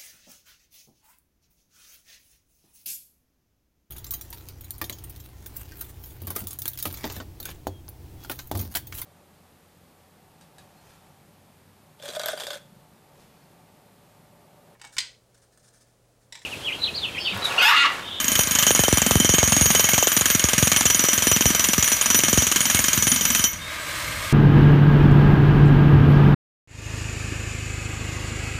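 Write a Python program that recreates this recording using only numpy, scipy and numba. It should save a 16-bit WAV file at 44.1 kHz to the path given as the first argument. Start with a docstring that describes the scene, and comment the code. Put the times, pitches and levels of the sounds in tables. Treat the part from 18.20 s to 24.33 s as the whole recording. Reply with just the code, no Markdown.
"""An electric demolition hammer drives a steel pin into a lawn, a few metres away, about 22 blows a second.
Each blow cracks as metal meets metal, sets pin and bit ringing and lands with a low thud.
Under the blows the motor's gears roar and its fan hisses; lifted off near the end, the motor
runs free and its whine climbs. A low rumble lies beneath it all."""
import sys
import numpy as np
from scipy import signal
from scipy.fft import rfft, irfft
from scipy.io import wavfile
from scipy.ndimage import uniform_filter1d
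from numba import njit

SR = 44100
rng = np.random.default_rng(int(sys.argv[2]) if len(sys.argv) > 2 else 0)


def log_audio(samples):
    """Write samples as a 16-bit WAV file to the path given in sys.argv[1]."""
    # one column per channel
    frames = np.atleast_2d(samples).T
    # limit to full scale, then quantise
    limited = np.clip(frames, -1, 1)
    pcm = np.round(limited * 32767).astype(np.int16)
    wavfile.write(sys.argv[1], SR, pcm)


N = 270185

# The hammer's blows: t/s, crack level/dB, thump level/dB, knock level/dB
HAMMER_BLOWS = [(0.0017, -19, -30, -38), (0.0433, -18.5, -24, -35), (0.0813, -15.5, -26, -31),
                (0.118, -14, -21, -34), (0.1541, -12, -15, -24), (0.1912, -12, -10.5, -4),
                (0.2351, -20.5, -29, -34), (0.2722, -21.5, -23, -21), (0.31, -16, -21, -32),
                (0.3514, -14.5, -19, -21), (0.3873, -9.5, -21, -29), (0.426, -12.5, -19, -30),
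                (0.4669, -7.5, -10, 0.5), (0.5065, -10.5, -11, 3.5), (0.5497, -8, -16, 1),
                (0.5922, -9.5, -3, 0), (0.6362, -11, -17, -3), (0.6815, -11.5, -17, 2),
                (0.7268, -10.5, -2.5, 0), (0.773, -11, -8.5, -4), (0.818, -12.5, -18, -5),
                (0.8638, -12, -23, -4), (0.9096, -10.5, -5.5, 6), (0.955, -12, 2.5, 1),
                (1.0004, -10.5, -1.5, -3), (1.0467, -13, -12, -2.5), (1.092, -12.5, -6.5, -0.5),
                (1.138, -12.5, -7, -7), (1.1831, -13.5, -10, -4), (1.2294, -12, -5.5, 4),
                (1.276, -14.5, -11.5, -8), (1.3215, -11, -11, -3), (1.3654, -12, -10, -4),
                (1.411, -10.5, -6, 0), (1.4576, -12, -13, -3.5), (1.5034, -12.5, -17, -7),
                (1.5497, -10, -18, 0), (1.5956, -10, -19, 0), (1.6419, -12.5, -16, -11),
                (1.6887, -12, -31, -7), (1.734, -12, -13, -4), (1.7791, -11.5, -14, -1.5),
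                (1.8261, -11.5, -32, 3), (1.871, -10.5, -23, 4), (1.9183, -11, -33, -30),
                (1.9661, -10.5, -10.5, -7), (2.0107, -13.5, -18, -4), (2.0566, -9, -22, -5),
                (2.1018, -10.5, -14.5, -8.5), (2.1492, -13, -7.5, -29), (2.1953, -12.5, -32, -21),
                (2.2404, -12.5, -8, -2), (2.2868, -12.5, -33, -12), (2.3329, -13.5, -16, -8),
                (2.3797, -11, -13, -19), (2.426, -12, -3.5, -6), (2.4716, -11, -11.5, -9),
                (2.5169, -10, -14, -11), (2.5627, -11, -14.5, -23), (2.6088, -12, -19.5, -7),
                (2.655, -9.5, -7, -5), (2.7005, -11, -19, -12), (2.7466, -13, -16, -13),
                (2.7935, -12.5, -25, -19), (2.8394, -13.5, -15, -8), (2.886, -11.5, -27, -5),
                (2.9316, -12.5, -20, -22), (2.978, -15, -21, -11.5), (3.0226, -14, -19, -9.5),
                (3.0695, -10, -10, -3), (3.1152, -10.5, -9, -6), (3.163, -13.5, -10, -17),
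                (3.2085, -13, -25, -0.5), (3.2564, -8.5, -6.5, -1.5), (3.3032, -15.5, -11.5, -26),
                (3.3487, -15.5, -14, -5.5), (3.3952, -13, -19, -12), (3.4408, -11.5, -31, -30),
                (3.487, -13.5, -12.5, -23), (3.5326, -13, -31, -12), (3.5804, -13.5, -7, -21),
                (3.6264, -9, -18, -8.5), (3.6769, -13, -34, -26), (3.7177, -11.5, -36, -11),
                (3.767, -19, -35, -23), (3.812, -12.5, -42, -14), (3.8588, -13.5, -35, -13),
                (3.9021, -12.5, -20, -19), (3.9455, -8, -25, -4.5), (3.9898, -13, -26, -12),
                (4.0356, -10.5, -30, -6), (4.0829, -13, -26, -10), (4.1294, -14, -9, 0),
                (4.175, -12, -5, -7), (4.2211, -14.5, -16, -6.5), (4.2682, -13.5, -19, -30),
                (4.3153, -14, -21, -16), (4.3601, -12, -29, -20), (4.406, -13.5, -27, -22),
                (4.4546, -13.5, -40, -16), (4.4996, -12, -38, -17), (4.5467, -11, -13.5, -16),
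                (4.591, -14, -19.5, -9.5), (4.641, -15, -35, -18), (4.6829, -16, -16.5, -18),
                (4.7317, -12.5, -33, -14), (4.7754, -14, -13, -25), (4.8243, -14, -22, -13),
                (4.869, -13, -15, -13), (4.917, -11.5, -37, -36), (4.9606, -15, -31, -20),
                (5.01, -17, -36, -15), (5.053, -13.5, -42, -32), (5.1029, -14, -26, -23),
                (5.149, -12, -28, -26), (5.194, -15.5, -19, -28), (5.2401, -12.5, -29, -19),
                (5.332, -28.5, -48, -40)]
def hammer(t):
    """Each blow cuts off the one before and fires three layers: ring, crack and thud."""
    blows = np.array(HAMMER_BLOWS, float)
    blow = np.maximum(np.searchsorted(blows[:, 0], t, side="right") - 1, 0)  # index of the latest blow
    age = t - blows[blow, 0]
    return steel_ring(blow, age, blows) + crack(blow, age, blows) + thud(blow, age, blows)


# Bright colour of the shock: f/Hz, level/dB
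SHOCK_EQ = [(300, -6), (1000, -5.5), (3000, 4.5), (4500, -1.5), (6500, 8), (8200, -36), (9300, 12),
            (10500, -10), (14200, -10), (15000, -40), (16000, -40)]
# Colour of the clattering parts: f/Hz, level/dB
CLATTER_EQ = [(300, -6.5), (850, -7.5), (1200, 1), (3200, 1), (4600, -6), (7000, -1), (8200, -9.5),
              (10300, -7), (14300, -5.5), (14900, -80), (15500, -38)]
# Resonances in the clatter: f/Hz, width/Hz, level/dB
CLATTER_PEAKS = [(2750, 200, -3), (3100, 250, 2), (4200, 150, -4), (5890, 200, 4), (6700, 350, 4),
                 (7590, 300, 1), (9070, 400, 4), (11000, 500, -4), (14250, 300, 0)]
# Choked modes of bit and housing: f/Hz, level/dB re crack, t60/s
HOUSING_MODES = [(6700, 2.5, 0.025), (7550, -6.5, 0.028), (3020, -28.5, 0.01), (1726, -9.5, 0.03),
                 (5840, -6.5, 0.06), (1154, -16.5, 0.037)]
def crack(blow, age, blows):
    """Metal meets metal: the shock runs up and down the pin, the bit bounces, loose parts clatter."""
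    chance = rng.standard_normal((len(blows), 12))[blow].T
    shock = sum(undb(-4.5 * k + 2.2 * chance[k]) * fade(age - .0013 * k, t60=.0045) for k in range(4))
    bounce = sum(undb(-5.5 + 1.9 * chance[7 + k]) * fade(age - delay * np.exp(.3 * chance[9 + k]), .01)
                 for k, delay in enumerate((.005, .011)))
    return_age, piston_hz = age - .029 - .0038 * chance[5], 2187  # the piston returns: a ping and a tick
    ping = undb(-26.5 + 5.3 * chance[4]) * fade(return_age, .32)
    ping *= np.sin(2 * np.pi * piston_hz * return_age)
    tick = undb(-15 + 3 * chance[4]) * fade(return_age, .008)
    loose = undb(-9 + 1.5 * chance[6]) * (fade(age, .045) + .42 * fade(age, .3)) * undb(3 * walk(300))
    out = undb(2.5) * shock * noise(SHOCK_EQ) + ping
    out += (loose + tick + bounce) * noise(CLATTER_EQ, CLATTER_PEAKS)
    for hz, db, t60 in HOUSING_MODES:
        strength, detune, start = rng.standard_normal((len(blows), 3))[blow].T
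        cycles = hz * (1 + .0062 * detune) * age + start
        out += undb(db + 3 * strength) * fade(age, t60) * np.sin(2 * np.pi * cycles)
    return undb(blows[blow, 1]) * out


# Modes of pin and bit: f/Hz
RING_HZ = [5911, 6595, 3085, 14165, 9634, 13820, 8870, 9060, 13290, 15170, 1615]
# Random part of each mode's strike, and its decay: level/dB re crack, t60/s
RING_MODES = [(-13, .28), (-16, .25), (-15, .14), (-18, 0.33), (-11.5, 0.3), (-20, 0.48), (-21, 0.15),
              (-19, 0.14), (-28, .15), (-45, .15), (-23.5, .1)]
# Steady part of the strike: t/s, then level/dB re crack for each of the first four modes
RING_STEADY = [(0, -23, -5, -3, -9), (.2, -9, -4, -7, -7), (.45, -20, -7, -7, -18),
               (.85, -11, -21, -6.5, -15), (1.1, -5, -1, -1.5, -20), (1.35, -18, 0.5, -18, -16),
               (1.65, -7, -4.5, -8, -10), (1.9, -19, -13, -9, -10), (2.4, -15, -8, -22, -23),
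               (2.85, -1.5, -16.5, -12, -11), (3.3, -5, -12, -12, -11), (3.55, -7, -27, -21, -16),
               (4.1, -3.5, -8.5, -13, -15), (4.6, -12.5, -9, -13, -12), (5.25, -2.5, -9, -3.5, -9)]
def steel_ring(blow, age, blows):
    """Every blow restarts each mode, beating with a close twin; hands and soil roughen the ring."""
    out, steady_db = 0, along(RING_STEADY, blows[:, 0])
    for k, (hz, (db, t60)) in enumerate(zip(RING_HZ, RING_MODES)):
        real, imag, detune, split = rng.standard_normal((len(blows), 4)).T
        start, twin_start = 2 * np.pi * rng.random((len(blows), 2)).T
        steady = undb(steady_db[k]) if k < len(steady_db) else 0
        strength = np.abs(undb(db) * (real + 1j * imag) / np.sqrt(2) + steady) * undb(blows[:, 1])
        phase = 2 * np.pi * (hz + 7 * detune[blow]) * age + .5 * walk(150)
        twin = .3 * np.sin(phase + 2 * np.pi * 30 * split[blow] * age + twin_start[blow])
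        envelope = strength[blow] * undb(2 * walk(130)) * fade(age, t60)
        out += envelope * (np.sin(phase + start[blow]) + twin)
    swell = 1 - .5 * np.exp(-np.maximum(age, 0) / .012)  # the ring dips at the crack, then swells back
    return swell * out


# Level ride of the base plate: t/s, level/dB re crack
PLATE_RIDE = [(0, -15), (.4, -15.5), (.9, -12), (1.5, -11.5), (1.85, -22.5), (2.4, -15), (3.4, -15),
              (3.75, -23), (3.95, -12.5), (5.25, -11.5)]
# Colour of the plate's buzz: f/Hz, level/dB
PLATE_EQ = [(90, -11), (150, -6.5), (230, -0.5), (300, -8.5), (420, -25), (600, -46)]
def thud(blow, age, blows):
    """A low thump that falls quickly in pitch as it dies, a knock, and the base plate's hum and buzz."""
    chance = rng.standard_normal((len(blows), 7))[blow].T
    age = np.maximum(age - .0006, 0)  # lands just behind the crack
    cycles = pitch_drop(age, from_hz=434, to_hz=71, glide_s=.003 * np.exp(.35 * chance[0]))
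    tone = fade(age, .05 * np.exp(.25 * chance[5])) * np.sin(2 * np.pi * (cycles + .36 + .12 * chance[1]))
    low_noise = .2 * fade(age, .06) * noise([(40, -12), (80, 0), (160, -2), (400, -12), (700, -40)])
    thump = (1 - np.exp(-age / .0011)) * (tone + low_noise)
    cycles = pitch_drop(age, from_hz=1098, to_hz=270, glide_s=.0014 * np.exp(.43 * chance[2]))
    knock = (1 - np.exp(-age / .00075)) * fade(age, .011) * np.sin(2 * np.pi * (cycles + .23 * chance[3]))
    plate_hz = 225.7 * (1 + .04 * chance[4])
    hum = fade(age, .062) * np.sin(2 * np.pi * plate_hz * age)
    buzz = .49 * fade(age, .17) * noise(PLATE_EQ)
    onset, crack_db, thump_db, knock_db = blows[blow].T
    plate_db = crack_db + along(PLATE_RIDE, onset)[0] + 2.94 * chance[6]
    return undb(thump_db) * thump - undb(plate_db) * (hum + buzz) + undb(knock_db) * knock


# Overtones of the whine: multiple of the slot rate, relative level/dB
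WHINE_OVERTONES = [(2, 0), (3, -7)]
def armature_whine(t):
    """Running free, the armature whines at its slot rate, climbing towards full speed."""
    freed_s, spin_up_s, loaded_hz, full_hz = 5.36, .34, 3500, 4330
    lag = np.exp(-np.maximum(t - freed_s, 0) / spin_up_s)
    hz = full_hz - (full_hz - loaded_hz) * lag
    phase = 2 * np.pi * np.cumsum(hz * (1 + .0013 * walk(60))) / SR
    overtones = sum(undb(db + 3 * walk(33)) * np.sin(k * phase) for k, db in WHINE_OVERTONES)
    brightness = undb(-2) * np.clip((t - 5.55) / .15, .15, 1)
    tone = undb(2.2 * walk(25)) * np.sin(phase) + brightness * overtones
    fade_in = np.clip((t - freed_s) / .08, 0, 1) ** 2
    return undb(-46 + 9 * lag) * fade_in * tone  # the surge eases as the armature spins up


# Colour of the motor's roar: f/Hz, level/dB
ROAR_EQ = [(180, -58), (300, 3.5), (337, -8.5), (516, -4), (618, 2.5), (765, -8.5), (979, 0.5),
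           (1290, -7.5), (1580, 1.5), (3700, 0), (4150, -2), (5060, -3.5), (8140, -4.5), (15200, -12)]
# Resonances of the motor housing: f/Hz, width/Hz, level/dB
ROAR_PEAKS = [(1086, 42, 2), (1244, 123, 16.5), (1606, 114, 6), (2157, 310, 5.5), (3180, 86, -6),
              (606, 170, -4)]
# Level ride of the motor: t/s, roar level/dB, fan shelf level/dB re roar
MOTOR_RIDE = [(0, -30.5, 2.5), (5.22, -32, 7.5), (5.29, -35, -4), (5.4, -37, -2), (5.5, -32, -4),
              (5.75, -30, -1), (6.13, -29, -2)]
def motor_roar(t):
    """Gears roar in the housing; the fan's hiss is a treble shelf on the same noise."""
    roar_db, fan_db = along(MOTOR_RIDE, t)
    roar = undb(walk(25) + .8 * walk(250)) * noise(ROAR_EQ, ROAR_PEAKS)
    fan = signal.sosfiltfilt(signal.butter(1, 4500, "high", fs=SR, output="sos"), roar)
    return undb(roar_db) * (roar + (undb(fan_db) - 1) * fan)


# Colour of the low bed: f/Hz, level/dB
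RUMBLE_EQ = [(15, -38), (25, -6), (81, -3), (150, -9.5), (292, -20.5), (348, -17), (370, -56), (500, -20),
             (650, -57), (1100, -120)]
# Level ride of the low bed: t/s, level/dB
RUMBLE_RIDE = [(0, -44.5), (5.3, -41.5), (5.45, -41.5), (6.13, -39.5)]
def rumble(t):
    """A bed of low noise that wavers gently."""
    return undb(along(RUMBLE_RIDE, t)[0] + 2 * walk(6)) * noise(RUMBLE_EQ)


def undb(db):
    return 10 ** (np.asarray(db) / 20)


def noise(eq, peaks=()):
    """Noise of rms 1, coloured by an EQ curve and lifted at resonant peaks."""
    hz = np.maximum(np.arange(N // 2 + 1) * SR / N, 1)
    eq_hz, eq_db = np.transpose(eq)
    gain = undb(np.interp(np.log(hz), np.log(eq_hz), eq_db, left=-90))
    lift = 1 + .74 * sum(undb(db) / (1 + (2 * (hz - centre) / width) ** 2) for centre, width, db in peaks)
    x = irfft(rfft(rng.standard_normal(N)) * gain * lift, N)
    return x / np.std(x)


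def walk(rate):
    """Smooth random wobble, rate steps a second, with a spread near 1."""
    hold = int(SR / rate)
    steps = np.repeat(rng.standard_normal(N // hold + 1), hold)
    return 1.22 * uniform_filter1d(uniform_filter1d(steps, hold), hold)[:N]


def fade(age, t60):
    """Exponential decay that starts at age 0."""
    return (age >= 0) * np.exp(-np.log(1000) * np.maximum(age, 0) / t60)


def pitch_drop(age, from_hz, to_hz, glide_s):
    """Cycles run by a tone that falls from one pitch to another."""
    return to_hz * age + (from_hz - to_hz) * glide_s * (1 - np.exp(-age / glide_s))


def along(ride, t):
    """Columns of a ride at the times t."""
    times, *columns = np.transpose(ride)
    return [np.interp(t, times, column) for column in columns]


@njit
def limiter(x, ceiling, attack_s, release_s):
    """Follows the peaks and holds them near the ceiling."""
    attack, release = 1 / (attack_s * SR), 1 / (release_s * SR)
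    y, envelope = np.empty(len(x)), 0.
    for i in range(len(x)):
        envelope += (abs(x[i]) - envelope) * (attack if abs(x[i]) > envelope else release)
        y[i] = x[i] * min(1., ceiling / (envelope + 1e-9))
    return y


def scene():
    """Mono mix: blows in front, motor behind, rumble beneath."""
    t = np.arange(N) / SR
    return (hammer(t) + armature_whine(t) + motor_roar(t) + rumble(t))[None]


def record(dry):
    """A phone drops the deepest bass, limits and rounds the peaks and cuts the top."""
    x = signal.sosfilt(signal.butter(2, 48, "high", fs=SR, output="sos"), dry[0])
    x = limiter(x, ceiling=.52, attack_s=.00024, release_s=.0086)
    x = .66 * np.tanh(x / .66)
    return signal.sosfilt(signal.ellip(10, .2, 60, 15220, fs=SR, output="sos"), x)[None]


dry = scene()
out = record(dry)
log_audio(out)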